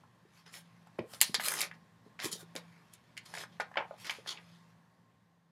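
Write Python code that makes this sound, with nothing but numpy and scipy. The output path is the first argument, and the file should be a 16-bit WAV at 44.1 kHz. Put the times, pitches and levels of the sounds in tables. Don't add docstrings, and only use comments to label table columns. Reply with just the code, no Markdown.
import sys
import numpy as np
from scipy import signal
from scipy.io import wavfile
from scipy.ndimage import uniform_filter1d

SR = 44100
rng = np.random.default_rng(int(sys.argv[2]) if len(sys.argv) > 2 else 0)


def dump_mix(stems):
    frames = np.atleast_2d(stems).T
    limited = np.clip(frames, -1, 1)
    pcm = np.round(limited * 32767).astype(np.int16)
    wavfile.write(sys.argv[1], SR, pcm)


def magnitude_from_level(level_db):
    exponent = np.asarray(level_db, float) / 20
    return 10 ** exponent


N = 243146
AWAY_S = (3.05, 3.9)


def evened(x):
    return x / np.sqrt(np.mean(x ** 2) + 1e-20)


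def peaked(x, db):
    return magnitude_from_level(db) * x / abs(x).max()


def smoothed(x, size, axis=-1):
    return uniform_filter1d(uniform_filter1d(x, size, axis), size, axis)


def read(points, hz):
    f, value = np.transpose(points)
    return np.interp(np.log(hz + 1), np.log(f + 1), value)


def add(mix, s, sound):
    part = mix[round(s * SR):][:len(sound)]
    part += sound[:len(part)]


def dull(x, hz):
    return signal.sosfilt(signal.butter(2, hz, fs=SR, output="sos"), x)


def thinned(x, hz):
    return signal.sosfilt(signal.butter(2, hz, "highpass", fs=SR, output="sos"), x)


def band(x, lo_hz, hi_hz):
    sos = signal.butter(4, [lo_hz, hi_hz], "bandpass", fs=SR, output="sos")
    return signal.sosfilt(sos, x) * np.sqrt(SR / 2 / (hi_hz - lo_hz))


def resonate(x, hz, width):
    turn = np.exp(2j * np.pi * hz * np.arange(len(x)) / SR)
    r = np.exp(-np.pi * width / SR)
    return 2 * (turn * signal.lfilter([1 - r], [1, -r], x / turn)).real


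# (frequency [Hz], level [dB per Hz])
AIR_SPECTRUM = [(15, -79.5), (25, -43), (85, -15.5), (103, -8.5), (124, -7.5), (141, -11), (179, -4.5),
                (322, -19.5), (1010, -19), (1100, -16), (1290, -26), (1820, -20.5), (2250, -30),
                (3540, -31.5), (14300, -45.5), (15200, -64)]


def hiss(patchy_db=-0.95):
    frames, hz = N // 512 + 5, np.fft.rfftfreq(2048, 1 / SR)
    a, b, patches = rng.standard_normal((frames, 1025, 3)).T
    patches = uniform_filter1d(uniform_filter1d(patches, 20, 0), 8, 1)
    level_db = read(AIR_SPECTRUM, hz)[:, None] + patchy_db * evened(patches)
    noise = signal.istft((a + 1j * b) * magnitude_from_level(level_db), nperseg=2048, noverlap=1536)[1][:N]
    return magnitude_from_level(-70.5) * evened(noise)


# (frequency [Hz], width [Hz], level [dB])
FAN_TONES = [
    (116.6, 11, -78),
    (1060, 8.4, -84),
    (918, 60, -88.5),
]


def fan_tones(shake):
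    return sum(magnitude_from_level(db) * evened(resonate(resonate(shake, hz, width), hz, width))
               for hz, width, db in FAN_TONES)


def fan_drone(shake):
    t, drone_hz = np.arange(N) / SR, 169.4
    wander_hz = 1.5 * evened(smoothed(shake, 4000))
    steady = np.sqrt(2) * np.sin(2 * np.pi * np.cumsum(drone_hz + wander_hz) / SR)
    rough = evened(resonate(resonate(shake, drone_hz, 23), drone_hz, 12))
    beat_db = 6.6 * np.cos(2 * np.pi * 1.02 * t - 4.0) + 2.5 * np.cos(2 * np.pi * .47 * t - 1.6)
    return (0.9 * steady + 0.35 * rough) * magnitude_from_level(-73.5 + beat_db)


# (time [s], level [dB])
AIR_SWELL = [
    (0, 4),
    (.5, 2),
    (1.3, 8),
    (2, 4.5),
    (2.5, 7),
    (3, 4),
    (3.5, 7),
    (4.8, 3),
    (5.52, -3.5),
]


def air():
    noise = hiss()
    shake = rng.standard_normal(N)
    swell = magnitude_from_level(np.interp(np.arange(N) / SR, *np.transpose(AIR_SWELL)))
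    return swell * (noise + fan_tones(shake) + fan_drone(shake))


def burst(shudder, t60, tick):
    t = np.arange(len(shudder)) / SR
    dying = shudder * magnitude_from_level(-60 * t / max(t60, .003)) * np.minimum(t / 0.00064, 1)
    return dying + tick * (np.arange(len(t)) == 8)


def ring(x, hz, sharp):
    for _ in range(3):
        x = resonate(x, hz, hz / sharp)
    return x


def low_note(db, hz, t60):
    return peaked(ring(burst(rng.standard_normal(3500), t60, tick=7.7), hz, sharp=1.25), db)


# (time [s], peak level [dB], pitch [Hz])
THUMPS = [(.251, -57, 348), (0.992, -45, 103), (0.989, -31, 285), (.9951, -34.5, 318), (1.004, -44.5, 210),
          (1.0245, -45, 425), (1.04, -42, 362), (1.294, -37.5, 226), (1.344, -42, 375), (1.382, -44.5, 200),
          (2.063, -49, 315), (2.242, -42, 149), (2.243, -38, 288), (2.2537, -39, 340), (2.256, -36, 250),
          (2.2988, -46.5, 373), (2.326, -46.5, 327), (2.33, -45.5, 223), (2.3542, -46.5, 380),
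          (2.428, -50.5, 333), (2.555, -40.5, 280), (3.598, -51.5, 227), (3.779, -40, 348)]


def thumps():
    out = np.zeros(N)
    for s, db, hz in THUMPS:
        add(out, s, low_note(db, hz, .008 + 4.5 / hz))
    return thinned(out, 60)


# (time [s], peak level [dB], pitch [Hz])
KNOCKS = [(.036, -51.5, 910), (.87, -52.5, 766), (0.9883, -28, 528), (1.135, -44.5, 576), (1.214, -29, 945),
          (1.222, -37, 1050), (1.343, -26.5, 954), (1.3965, -33.5, 726), (1.476, -36.5, 580),
          (2.195, -50.5, 563), (2.552, -39.5, 430), (2.5613, -39, 452), (3.338, -37, 670),
          (3.374, -42.5, 740), (3.41, -47.5, 636), (3.434, -48, 643), (3.599, -26.5, 638),
          (3.6081, -42.5, 500), (3.714, -45.5, 729), (3.7575, -34, 804), (3.77, -27, 702),
          (3.7811, -25.5, 820), (3.8061, -29, 783), (3.8241, -41, 743), (3.8513, -43.5, 731),
          (3.909, -36.5, 623), (3.94, -45, 613), (4.096, -39, 774), (4.185, -45, 410), (4.261, -43, 743)]


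def knocks():
    out = np.zeros(N)
    for s, db, hz in KNOCKS:
        add(out, s, low_note(db, hz, .016))
    return thinned(out, 60)


def upper_levels(crackle_db, fizz_db, top_db):
    bright = np.minimum(fizz_db - crackle_db, 3)
    return [crackle_db - 4.0, crackle_db - 3.0 + 0.28 * bright, fizz_db, fizz_db + top_db + .4 * bright]


def rubbing(peak_db, shape_db, fizz_db, weight_db):
    crackle_db = peak_db + shape_db
    thud_db = peak_db + 0.8 * shape_db + weight_db - 7
    body_db = crackle_db + weight_db
    uppers = upper_levels(crackle_db, crackle_db + fizz_db, top_db=-10.5)
    return magnitude_from_level(2 * np.array([thud_db, body_db] + uppers))


def stroke_shape(coarse, s, rise, fall, curl):
    distance = np.maximum((s - coarse) / max(rise, 1e-3), (coarse - s) / max(fall, 1e-3))
    return np.maximum(-21 * distance ** curl, -200)


# (time [s], crackle level [dB])
GRIP = [
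    (0, -90),
    (.7, -76.5),
    (1.0, -81.5),
    (2.1, -89.5),
    (2.7, -74),
    (3.2, -81.5),
    (3.7, -82.5),
    (4.25, -68.5),
    (4.72, -82),
    (4.8, -110),
]


def grip(coarse):
    return rubbing(np.interp(coarse, *np.transpose(GRIP)), 0 * coarse, fizz_db=-9.5, weight_db=4.5)


# (fastest time [s], rise [s], fall [s], crackle level [dB], fizz against it [dB])
SWISHES = [(.38, 0.088, 0.068, -67.5, -6), (.466, 0.014, 0.077, -61.5, -13), (0.553, 0.042, 0.069, -55, 0),
           (1.144, 0.071, 0.064, -59, 4.2), (1.466, 0.07, 0.096, -39.5, 5.5), (1.54, 0.14, 0.057, -43, 6),
           (1.614, 0.087, 0.056, -34.5, -4), (2.07, .04, 0.039, -75.5, -8.5),
           (2.251, 0.037, 0.051, -46.5, 2.7), (2.401, 0.051, 0.042, -61, 4), (2.934, .015, 0.044, -67, -4),
           (3.29, .04, 0.084, -69, 0.5), (3.414, 0.15, 0.04, -49.5, -4.5), (3.55, 0.072, 0.038, -67.5, -17),
           (4.01, 0.044, 0.14, -61, -0.5), (4.071, 0.043, 0.063, -47, -11.5),
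           (4.16, .06, 0.053, -54, -10.5), (4.3, 0.054, 0.074, -51.5, -10), (4.375, 0.022, 0.023, -57, -38),
           (4.45, 0.093, 0.37, -70, -10)]


def swishes(coarse):
    return sum(rubbing(db, stroke_shape(coarse, s, rise, fall, curl=1.7), fizz_db, 0)
               for s, rise, fall, db, fizz_db in SWISHES)


# (time [s], fall [s], crackle level [dB], fizz against it [dB], weight against it [dB])
SHUDDERS = [(0.001, .09, -80, -9, 6), (1.224, 0.084, -35, -5, -17), (1.402, 0.12, -43.5, -5, 5),
            (1.74, 0.037, -67, -10.5, 5), (2.195, 0.12, -45, -18, -5.5), (2.222, 0.049, -42, -17, -3),
            (2.317, 0.048, -46, 1.5, -8), (2.323, 0.064, -43.5, -2, -13), (2.568, 0.041, -54, -2.5, 7),
            (3.18, .07, -72, -10, 0.5), (3.256, .05, -55.5, -5.5, -5), (3.609, 0.028, -49, -11, 10.5),
            (3.782, 0.053, -53, -41, 14.5), (4.108, 0.038, -50.5, -1, 4.5), (4.274, 0.048, -40, -14, -5.5),
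            (4.287, 0.04, -38, -14.5, -22), (4.303, 0.027, -37, -13, -14.5), (1.408, .05, -52, 9.5, -6.5),
            (4.382, 0.054, -72.5, -24.5, 17)]


def shudders(coarse):
    return sum(rubbing(db, stroke_shape(coarse, s, .006, fall, curl=1), fizz_db, weight_db)
               for s, fall, db, fizz_db, weight_db in SHUDDERS)


def streaked(x, streak_db):
    z = signal.stft(x, nperseg=256)[2]
    streaks = uniform_filter1d(uniform_filter1d(rng.standard_normal(z.T.shape), 24, 0), 2, 1).T
    return evened(signal.istft(z * magnitude_from_level(streak_db * evened(streaks)), nperseg=256)[1][:N])


def fibres():
    t, grains_per_s = np.arange(N) / SR, 1300
    heights = magnitude_from_level(3.9 * np.minimum(rng.exponential(1, N), 5))
    ticks = heights * (rng.random(N) < grains_per_s / SR) * rng.choice([-1., 1.], N)
    smooth = np.where((t > 1.38) & (t < 1.68), 1.0, 2.2)
    rub = streaked(evened(ticks) + smooth * rng.standard_normal(N), streak_db=3.2)
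    return rub * magnitude_from_level(2.0 * evened(smoothed(rng.standard_normal(N), 200)))


# (low edge [Hz], high edge [Hz])
PAPER_BANDS = [
    (280, 1013),
    (1100, 2690),
    (3000, 4600),
    (4600, 7000),
    (7000, 12500),
    (12500, 15700),
]


def slides():
    t, coarse = np.arange(N) / SR, np.arange(0, N / SR, 1 / 1000)
    power = grip(coarse) + swishes(coarse) + shudders(coarse)
    power[-1, (coarse > AWAY_S[0]) & (coarse < AWAY_S[1])] *= magnitude_from_level(-20)
    rub = fibres()
    return sum(band(rub * np.interp(t, coarse, np.sqrt(p)), *edges)
               for p, edges in zip(power, PAPER_BANDS))


def crease_body(shudder, db, hz, t60):
    return peaked(ring(burst(shudder, t60, tick=3.6), hz, sharp=1.23), db)


def crease_crackle(shudder, levels_db, t60):
    shorts = [1, 1, 0.6, 0.6]
    return sum(peaked(band(burst(shudder, t60 * short, tick=1.8), *edges), db)
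               for short, edges, db in zip(shorts, PAPER_BANDS[2:], levels_db))


def snaps(rows, pitches_hz, top_db, t60):
    body, upper = np.zeros(N), np.zeros(N)
    for (s, body_db, crackle_db, fizz_db), hz in zip(rows, pitches_hz):
        shudder = rng.standard_normal(2500)
        add(body, s, crease_body(shudder, body_db, hz, t60))
        crackle = crease_crackle(shudder, upper_levels(crackle_db, fizz_db, top_db), t60)
        add(upper, s, dull(crackle, 11000) if AWAY_S[0] < s < AWAY_S[1] else crackle)
    return upper + dull(body, 4500)


# (time [s], body level [dB], crackle level [dB], fizz level [dB], body pitch [Hz])
TURN_SNAPS = [(2.9359, -56, -53.5, -42, 1835), (3.168, -40.5, -47.5, -52, 2190),
              (3.1758, -32, -37, -40, 2070), (3.2584, -56, -56, -51, 2240), (3.3386, -34, -42, -42, 1610),
              (3.3502, -35.5, -41, -39, 1810), (3.3735, -32, -56, -53, 1840), (3.3814, -46, -42, -40, 2158),
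              (3.4105, -38, -59, -49, 1772), (3.4363, -35, -46, -46.5, 1500),
              (3.5992, -25.5, -55, -41.5, 1580), (3.6038, -30, -34.5, -44, 1269),
              (3.7156, -49, -69, -67, 1357), (3.7407, -40.5, -60, -74.5, 1593),
              (3.7568, -35, -66, -65, 1740), (3.771, -19.5, -42.5, -77, 2005),
              (3.776, -24.5, -36.5, -76, 1455), (3.8009, -37.5, -53, -70, 1440),
              (3.91, -44.5, -78.5, -75, 1140), (4.045, -38, -45, -47, 2238),
              (4.0955, -22.5, -30.5, -42, 2080), (4.106, -42, -34, -41.5, 1780),
              (4.26, -40, -70, -70, 1390), (4.3735, -38, -64, -80, 2348)]


def turn_snaps():
    rows = [row[:4] for row in TURN_SNAPS]
    return snaps(rows, [row[4] for row in TURN_SNAPS], top_db=-43, t60=.026)


# (time [s], body level [dB], crackle level [dB], fizz level [dB])
PEEL_SNAPS = [(0.039, -57, -78, -78), (.5396, -37.5, -44, -50), (0.872, -55, -77, -61),
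              (0.9858, -40.5, -67, -57), (0.9907, -33.5, -43, -76), (1.1349, -43.5, -40, -46),
              (1.1452, -54, -41, -50), (1.2047, -43, -31.5, -40), (1.2133, -15.5, -12.5, -4),
              (1.2188, -20.5, -37, -11.5), (1.3435, -22, -20, -22.5), (1.3491, -26.5, -17.5, -32),
              (1.3974, -24.5, -46, -53.5), (1.4487, -32, -43, -28), (1.4832, -22, -26, -18.5),
              (1.5188, -28.5, -60, -24), (1.539, -28, -53, -27), (1.5703, -34, -56, -40),
              (1.6061, -25, -34, -23), (1.6142, -30, -24, -17.5), (1.6338, -24, -47, -54),
              (1.7131, -33, -56.5, -64), (2.191, -33, -49.5, -59), (2.1999, -34.5, -29.5, -49),
              (2.2208, -35, -46, -58), (2.245, -40, -29.5, -38), (2.2531, -57, -32.5, -31),
              (2.3271, -46, -30.5, -30), (2.5529, -37, -47, -41), (2.562, -36, -28.5, -37)]


def peel_snaps():
    crisp_db, soft_db = -47, -69
    crackle_db = np.transpose(PEEL_SNAPS)[2]
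    soft = np.clip((crisp_db - crackle_db) / (crisp_db - soft_db), 0, 1)
    pitches_hz = 1962 * (1 - 0.43 * soft) * (1 + 0.017 * rng.standard_normal(len(soft)))
    return snaps(PEEL_SNAPS, pitches_hz, top_db=-15, t60=.019)


# (frequency [Hz], t60 [s])
ROOM_DECAY = [
    (250, 0.16),
    (660, .2),
    (1740, 0.19),
    (4590, 0.15),
    (12100, 0.05),
]
# (time [s], level [dB])
ECHOES = [
    (.0016, -25.5),
    (.0033, -17.5),
    (.0056, -17.5),
    (.0105, -15.5),
    (.016, -17.5),
]


def room(x):
    taps, near = np.zeros(SR // 2), np.zeros(SR // 2)
    at = np.arange(150, SR // 2 - 20, 12)
    taps[at + rng.integers(0, 12, len(at))] = rng.choice([-1., 1.], len(at))
    hz, t, z = signal.stft(taps, SR, nperseg=256)
    decay = magnitude_from_level(-60 * t / read(ROOM_DECAY, hz)[:, None])
    tail = signal.istft(z * decay, SR, nperseg=256)[1][:len(near)]
    for k, (s, db) in enumerate(ECHOES):
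        near[round(s * SR)] = (-1) ** k * magnitude_from_level(db)
    return signal.fftconvolve(x, near + magnitude_from_level(-10) * tail / np.linalg.norm(tail))[:N]


# (frequency [Hz], width [Hz], lift [dB])
HOUSING = [
    (880, 810, 4),
    (2137, 390, 2.5),
    (3670, 2050, 6.5),
    (5278, 390, 7.5),
    (9700, 1610, 8.5),
]


def housing(x):
    return x + sum((magnitude_from_level(db) - 1) * resonate(x, hz, width) for hz, width, db in HOUSING)


def scene():
    creases = peel_snaps() + turn_snaps()
    book = dull(knocks() + thumps(), 2500)
    paper = magnitude_from_level(-2.5) * creases + book + magnitude_from_level(-4.5) * slides()
    paper = paper + room(paper)
    return (magnitude_from_level(-5) * housing(paper) + air())[None]


def band_limit(x):
    return signal.sosfilt(signal.butter(12, 16590, fs=SR, output="sos"), x)


def record(dry):
    thin = thinned(dry, 70)
    finished = signal.sosfilt(signal.butter(8, 16000, fs=SR, output="sos"), thin)
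    return band_limit(finished)


dry = scene()
out = record(dry)
dump_mix(out)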